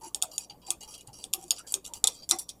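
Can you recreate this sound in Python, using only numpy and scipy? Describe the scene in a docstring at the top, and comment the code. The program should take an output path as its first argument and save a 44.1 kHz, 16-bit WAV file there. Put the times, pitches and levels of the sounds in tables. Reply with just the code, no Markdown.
"""Impact and friction of glass in a test tube

A glass thermometer is stirred in a test tube standing in a rack on a classroom table. Knocks excite
damped modes of the glass and leave a brief chatter; scrapes are dense contacts heard through resonances.
From 2 s the thermometer sits higher and the glass rings differently. The rack rattles in its modes and
hums under the hand in single rough notes. Room reverberation follows the glass; mains hum and air lie beneath.
"""
import sys
import numpy as np
from scipy import signal
from scipy.fft import rfft, irfft, next_fast_len
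from scipy.io import wavfile
from scipy.ndimage import uniform_filter1d

SR = 44100
rng = np.random.default_rng(int(sys.argv[2]) if len(sys.argv) > 2 else 0)


def nominal_scale(level):
    """Amplitude ratio for a level in decibels (scalar or array-like)."""
    x = np.asarray(level, float) / 20
    return 10 ** x


def dump(signal):
    """Clip the signal to [-1, 1] and save it as 16-bit WAV at the path in sys.argv[1]."""
    limited = np.clip(np.atleast_2d(signal).T, -1, 1)
    pcm = np.round(limited * 32767).astype(np.int16)
    wavfile.write(sys.argv[1], SR, pcm)


N = 114660  # samples
LIFT_S = 2.0  # from here the thermometer sits higher

# Mains hum partials: (frequency [Hz], level [dB rms])
HUM = [(59, -69), (120, -73), (177, -72.5), (238, -78.5), (295, -72)]
# Spectral shape of the room air: (frequency [Hz], relative density [dB per Hz])
AIR_SPECTRUM = [(30, -3.5), (135, -5), (521, -5), (1180, -16), (1320, -27), (2730, -29.5), (6350, -28.5),
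                (7100, -24.5), (15200, -24), (16500, -56)]
# Slides along the glass: (start [s], held length [s], rms level before its envelope [dB],
# brightness about 6 kHz [dB per octave])
SCRAPES = [(.01, 0.012, -53, 0), (0.033, 0.048, -49, 1), (0.255, 0.054, -64.5, -2), (0.312, 0.05, -48.5, 2),
           (0.402, 0.041, -50, -1.5), (0.497, 0.015, -47.5, -10), (0.616, 0.11, -60.5, -10.5),
           (0.664, 0.058, -48.5, -3), (0.806, 0.041, -47, -3.5), (0.876, 0.077, -49, -1),
           (0.93, 0.027, -49.5, -10), (0.977, 0.041, -54.5, -6), (1.069, 0.018, -55.5, -6.5),
           (1.129, 0.051, -52, -0.5), (1.184, 0.064, -51.5, -1), (1.377, 0.071, -57.5, .1),
           (1.419, 0.15, -60, 2.5), (1.562, 0.038, -47, -5.5), (1.666, 0.063, -46.5, 0.5),
           (1.843, 0.036, -46.5, -1.5), (1.936, 0.04, -46, 1), (2.108, 0.06, -53, -1.5),
           (2.15, 0.056, -56.5, -13), (2.22, 0.022, -51, -9), (2.337, 0.026, -50.5, 4),
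           (2.385, 0.036, -45.5, 7.5), (2.484, 0.019, -53.5, 0)]
# Resonances of the rubbed glass: (frequency [Hz], width [Hz], relative level [dB])
RUBBED_GLASS = [(2868, 70, -0.5), (3245, 28, -4), (3880, 62, -8.5), (4673, 86, 4), (5670, 120, 1),
                (6610, 310, -6.5), (7060, 270, -8.5), (7630, 340, -1.5), (9050, 500, -7.5), (9960, 520, -5),
                (12100, 990, -17), (13300, 1000, -16)]
# Modes of the rack, before scatter: (frequency [Hz], relative level [dB])
RACK_MODES = [(420, -3.5), (560, -4), (760, 1.5), (950, -1.5), (1180, -2), (1390, -7), (1650, -14),
              (2050, -10.5), (2480, 0.5)]
# Jolts of the rack: (start [s], frequency [Hz], rms level before its envelope [dB], held length [s])
JOLTS = [(0.011, 893, -47, 0.063), (0.018, 338.5, -55, 0.057), (0.148, 788, -51, 0.019),
         (0.217, 731.6, -43.5, 0.019), (0.236, 634.5, -55, 0.064), (0.49, 825, -58, 0.058),
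         (0.628, 996, -61, 0.075), (0.672, 773, -49, 0.017), (0.695, 982, -52, 0.021),
         (.70, 1194, -55, 0.024), (0.686, 345.5, -53.5, 0.052), (0.818, 857, -59.5, 0.079),
         (1.076, 825, -54.5, 0.02), (1.077, 124, -53.5, 0.047), (1.237, 753, -56.5, 0.015),
         (1.33, 772, -54.5, 0.11), (1.342, 349.6, -53.5, 0.043), (1.427, 350.5, -55.5, 0.034),
         (1.505, 930, -54.5, 0.019), (1.581, 1367, -55, 0.022), (1.638, 1640, -64.5, 0.031),
         (1.746, 385.6, -47.5, 0.029), (1.886, 931, -57, 0.084), (2.037, 1260, -47.5, 0.016),
         (2.081, 486, -53.5, 0.033), (2.319, 346.3, -38.5, 0.031), (2.311, 754, -43.5, 0.054),
         (2.307, 1098, -47.5, 0.034), (2.308, 2038, -47, 0.03)]
# Reverberation of the classroom: (frequency [Hz], time to fall 60 dB [s])
ROOM_DECAY = [(300, 0.28), (2000, 0.19), (10000, 0.12)]
# Knocks on the tube wall: (time [s], clink peak before the radiation filter [dB],
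# chatter against that peak [dB], brightness about 6 kHz [dB per octave])
KNOCKS = [(0.1461, -14, -22, -6), (0.2178, -23.5, -35, -6), (0.2238, -8, -20, -4.5), (0.38, -14, -21, -3),
          (0.668, -37, -40, -6), (0.7045, -7.5, -25.5, -2), (0.941, -33, -13.5, -8.5),
          (0.9797, -38, -21, 10), (1.0092, -36, -21, -4), (1.074, -35.5, -23, 1), (1.24, -22, -23.5, -6.5),
          (1.3309, -23.5, -28, -2.5), (1.3356, -9.5, -22, -3.5), (1.4265, -39, -17, 2),
          (1.44, -34.5, -35, -1), (1.4803, -40, -17, 0), (1.5069, -6, -21.5, -5), (1.5838, -29, -16.5, -8),
          (1.6739, -34.5, -18, -5), (1.692, -38.5, -24, -6), (1.7222, -16.5, -27, 21),
          (1.7402, -7, -25.5, -4), (1.8514, -28, -37, -4), (1.8626, -26, -43, -3),
          (1.936, -25.5, -18, -8.5), (2.041, -1, -30.5, -5.5), (2.072, -6.5, -24.5, -2),
          (2.0763, -10, -26, -10), (2.2327, -41, -29.5, -14.5), (2.2907, -20, -14.5, 4),
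          (2.296, -21, -13.5, 7), (2.3105, 0, -26, -4), (2.3871, -23, -9, 6), (2.4908, -24, -16.5, -6)]
# Glass modes, thermometer deep, before scatter: (frequency [Hz], nominal width [Hz], relative level [dB])
DEEP_GLASS = [(2640, 450, -15.5), (3270, 1100, -13), (3628, 290, -10.5), (4620, 720, -12),
              (5567, 580, -8.5), (6630, 390, -6), (7040, 170, 2), (8270, 420, -1.5), (9140, 275, 3.5),
              (11230, 2500, -6), (12070, 370, -14), (13800, 900, -23)]
# Glass modes, thermometer raised, before scatter: (frequency [Hz], nominal width [Hz], relative level [dB])
LIFTED_GLASS = [(1193, 160, -13), (3530, 290, 1), (4130, 360, -4), (4770, 730, -7), (5300, 90, -24.5),
                (5520, 1100, 0), (6530, 620, 1.5), (7215, 160, 8.5), (8030, 48, 6.5), (8970, 510, 5.5),
                (10260, 250, 6), (10900, 190, -3), (12200, 800, -3.5)]
# Free ringing of the raised thermometer: (frequency [Hz], level against the chatter [dB])
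FREE_RING = [(3550, -19), (5680, -7.5)]


def unit(x):
    """Normalisation: scales a signal to rms 1."""
    return x / np.sqrt(np.mean(np.abs(x) ** 2) + 1e-20)


def along(points, hz):
    """Logarithmic frequency scale: interpolates (frequency [Hz], value) points."""
    f, v = np.transpose(points)
    return np.interp(np.log(hz + 1), np.log(f + 1), v)


def filtered(x, response):
    """Convolution theorem: multiplies the spectrum of x by a complex response of frequency."""
    m = next_fast_len(len(x) + 8192)
    return irfft(rfft(x, m) * response(np.fft.rfftfreq(m, 1 / SR)), m)[:len(x)]


def resonances(table):
    """Modal superposition: sums causal second-order resonances of alternating sign."""
    def response(f):
        total = 0
        for k, (centre, width, db) in enumerate(table):
            mode = 1j * f * width / (centre * centre - f * f + 1j * f * width)
            total = total + (-1) ** k * nominal_scale(db) * mode
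        return total
    return response


def envelope(t, rise_s, hold_s, t60_s):
    """Exponential transients: a rise with time constant rise_s, a hold, a 60 dB fall in t60_s."""
    return (1 - np.exp(-t / rise_s)) * nominal_scale(-60 * np.maximum(t - hold_s, 0) / t60_s)


def contacts(length, rate, spread_db):
    """Random point process: tiny contacts, rate per second, of very uneven size."""
    occurs = rng.random(length) < rate / SR
    size_db = spread_db * np.minimum(rng.exponential(size=length), 4)
    return occurs * rng.standard_normal(length) * nominal_scale(size_db)


def patchy(x, depth_db):
    """Spectro-temporal modulation: random gain patches of rms depth_db, then rms 1."""
    z = signal.stft(x, nperseg=256)[2]
    field = uniform_filter1d(rng.standard_normal(z.shape), 3, 0)
    field = uniform_filter1d(field, 8, 1)
    return unit(signal.istft(z * nominal_scale(depth_db * unit(field)), nperseg=256)[1][:len(x)])


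def floor():
    """Stationary background: filtered noise for the air, partials with wandering phase for the hum."""
    air_db = -61  # rms
    t = np.arange(N) / SR
    hum = 0
    for hz, db in HUM:
        drift = np.cumsum(rng.standard_normal(N)) * 0.0034  # radians
        hum = hum + np.sqrt(2) * nominal_scale(db) * np.sin(2 * np.pi * hz * t + drift)
    air = filtered(rng.standard_normal(N), lambda f: nominal_scale(along(AIR_SPECTRUM, f)))
    return hum + nominal_scale(air_db) * patchy(air, depth_db=3.5)


def rack_rattle(length, depth_db):
    """Modal excitation: noise shakes the rack's modes, each time in another mix."""
    width_hz, scatter_db = 91, 4
    hz, db = np.transpose(RACK_MODES)
    db = db + scatter_db * rng.standard_normal(len(hz))
    modes = np.c_[hz, width_hz + 0 * hz, db]
    return patchy(filtered(rng.standard_normal(length), resonances(modes)), depth_db)


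def scrape():
    """Stick-slip friction: dense contacts, in bursts, drive the glass resonances and rattle the rack."""
    contact_rate, contact_spread_db, patch_db = 5400, 1.6, 3.5  # rate in contacts a second
    slip_s, slip_db = 0.0049, 1.5  # smoothing length and rms depth of the stick-slip bursts
    rattle_db = -16  # against the rub
    out, t = np.zeros((2, N + SR)), np.arange(SR // 5) / SR
    for s, length, level_db, tilt in SCRAPES:
        # raised: the lowest mode is gone
        hz, width, db = np.transpose(RUBBED_GLASS if s < LIFT_S else RUBBED_GLASS[1:])
        db = db + tilt * np.log2(hz / 6000) + 3 * rng.standard_normal(len(hz))
        bursts = uniform_filter1d(rng.standard_normal(len(t)), round(slip_s * SR))
        force = nominal_scale(slip_db * unit(bursts)) * contacts(len(t), contact_rate, contact_spread_db)
        rub = patchy(filtered(force, resonances(np.c_[hz, width, db])), patch_db)
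        rattle = nominal_scale(rattle_db) * rack_rattle(len(t), depth_db=4)
        swell = nominal_scale(level_db) * envelope(t, rise_s=0.00084, hold_s=length, t60_s=0.076)
        out[:, round(s * SR):][:, :len(t)] += swell * np.array([rub, rattle])
    return out[:, :N]


def rack_hum():
    """Narrow-band resonance: each jolt swells one note of the rack, roughened by complex noise."""
    roughness, rough_cycles = 1, 6.5  # rms against the steady note; smoothing in cycles of the note
    out, t = np.zeros(N + SR), np.arange(SR // 4) / SR
    for s, hz, db, length in JOLTS:
        shiver = uniform_filter1d(rng.standard_normal((2, len(t))), round(rough_cycles * SR / hz))
        modulation = 1 + roughness * unit(shiver[0] + 1j * shiver[1])
        note = (modulation * np.exp(2j * np.pi * hz * t)).imag
        note = note / np.std(note[:round(length * SR)])
        swell = envelope(t, rise_s=0.0062, hold_s=length, t60_s=0.097)
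        out[round(s * SR):][:len(t)] += nominal_scale(db) * swell * note
    return out[:N]


def room(x):
    """Reverberation: convolution with noise whose every frequency decays at its own speed."""
    hz, t, z = signal.stft(rng.standard_normal(SR // 2), SR, nperseg=256)
    decay = nominal_scale(-60 * t / along(ROOM_DECAY, hz)[:, None])
    tail = signal.istft(z * decay, SR, nperseg=256)[1]
    delayed = np.pad(x, (300, 0))  # samples
    return signal.fftconvolve(delayed, tail / np.linalg.norm(tail))[:N]


def clink(t, hz, db):
    """Impact excitation: a cluster of contacts sets off damped glass modes and a noise crack; peak 1."""
    t60_s, treble_damping = 0.0082, 0.2  # decay at 6 kHz; power of its fall with pitch
    crack_db, cluster_s = -20, 0.0025
    phase = 2.3 * rng.standard_normal((len(hz), 1))
    tones = np.sin(2 * np.pi * hz[:, None] * t + phase)
    tones = tones * nominal_scale(-60 * t / (t60_s * (6000 / hz[:, None]) ** treble_damping))
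    onset = (1 - np.exp(-t / 0.00038)) ** 2
    ringing = nominal_scale(db) @ tones / np.linalg.norm(nominal_scale(db)) * onset
    crack = nominal_scale(crack_db - 60 * t / 0.0016) * np.diff(rng.standard_normal(len(t) + 1)) / 2
    late = np.r_[0, rng.random(3)]  # the first contact is the hardest, a few follow
    strength = nominal_scale(-7 * (late > 0) - 9 * late)
    cluster = np.bincount((cluster_s * SR * late).astype(int), strength)
    sound = np.convolve(ringing + crack, cluster)[:len(t)]
    return sound / np.abs(sound).max()


def chatter(t, hz, width, db):
    """Repeated micro-impacts: a fading stream of contacts drives the glass resonances."""
    force = contacts(len(t), rate=11000, spread_db=3.5)
    sound = filtered(force, resonances(np.c_[hz, 0.9 * width, db]))
    fade = envelope(t, rise_s=0.0022, hold_s=0.0087, t60_s=0.059)
    return fade * patchy(sound, depth_db=3.5)


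def free_ring(t):
    """Free vibration: two lightly damped partials of the raised thermometer, with wandering phase."""
    t60_s = 0.17
    ring = 0
    for hz, db in FREE_RING:
        wander = 0.11 * np.cumsum(rng.standard_normal(len(t)))  # radians
        ring = ring + nominal_scale(db - 60 * t / t60_s) * np.sin(2 * np.pi * hz * t + wander)
    return ring


def knocks():
    """Impact response: each knock gives a clink and chatter of the glass and a rattle of the rack."""
    pitch_scatter, level_scatter_db = 0.015, 2.5  # each knock lands elsewhere; pitch as a fraction
    rattle_db = -41.5  # against the clink's peak
    glass, rack, t = np.zeros(N + SR), np.zeros(N + SR), np.arange(SR // 6) / SR
    for s, peak_db, chatter_db, tilt in KNOCKS:
        hz, width, db = np.transpose(DEEP_GLASS if s < LIFT_S else LIFTED_GLASS)
        hz = hz * (1 + pitch_scatter * rng.standard_normal(len(hz)))
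        db = db + tilt * np.log2(hz / 6000) + level_scatter_db * rng.standard_normal(len(hz))
        sound = clink(t, hz, db) + nominal_scale(chatter_db) * chatter(t, hz, width, db)
        if s > LIFT_S:
            sound = sound + nominal_scale(chatter_db) * free_ring(t)
        rattle = envelope(t, 0.0017, 0.018, 0.12) * rack_rattle(len(t), depth_db=4.5)
        start = round(s * SR)
        glass[start:][:len(t)] += nominal_scale(peak_db) * sound
        rack[start:][:len(t)] += nominal_scale(peak_db + rattle_db) * rattle
    return glass[:N], rack[:N]


def tube_radiation(glass):
    """Radiation efficiency: the small tube radiates little below its lowest mode (high-pass)."""
    def response(f):
        ratio = f / 2654  # Hz
        return ((1j * ratio) ** 2 / (1 + 1.2j * ratio - ratio ** 2)) ** 2
    return filtered(glass, response)


def scene():
    """Linear superposition: glass with its reverberation, rack and floor."""
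    room_db = -19.5
    glass, rattle = np.array(knocks()) + scrape()
    glass = tube_radiation(glass)
    return (glass + nominal_scale(room_db) * room(glass) + rattle + rack_hum() + floor())[None]


def microphone(x):
    """Soft saturation and band limit: the hardest peaks are squashed, the top rolls off."""
    clip_top, top_hz = 0.83, 15030
    squashed = x / (1 + (x / clip_top) ** 4) ** (1 / 4)
    return filtered(squashed, lambda f: 1 / np.sqrt(1 + (f / top_hz) ** 40))


def band_limit(x):
    """A steep low-pass at the top of the band."""
    return signal.sosfilt(signal.butter(12, 16800, fs=SR, output="sos"), x)


def record(dry):
    """Transduction: the microphone turns the dry sound into the finished mix."""
    mix = microphone(dry[0])[None]
    return band_limit(mix)


dry = scene()
out = record(dry)
dump(out)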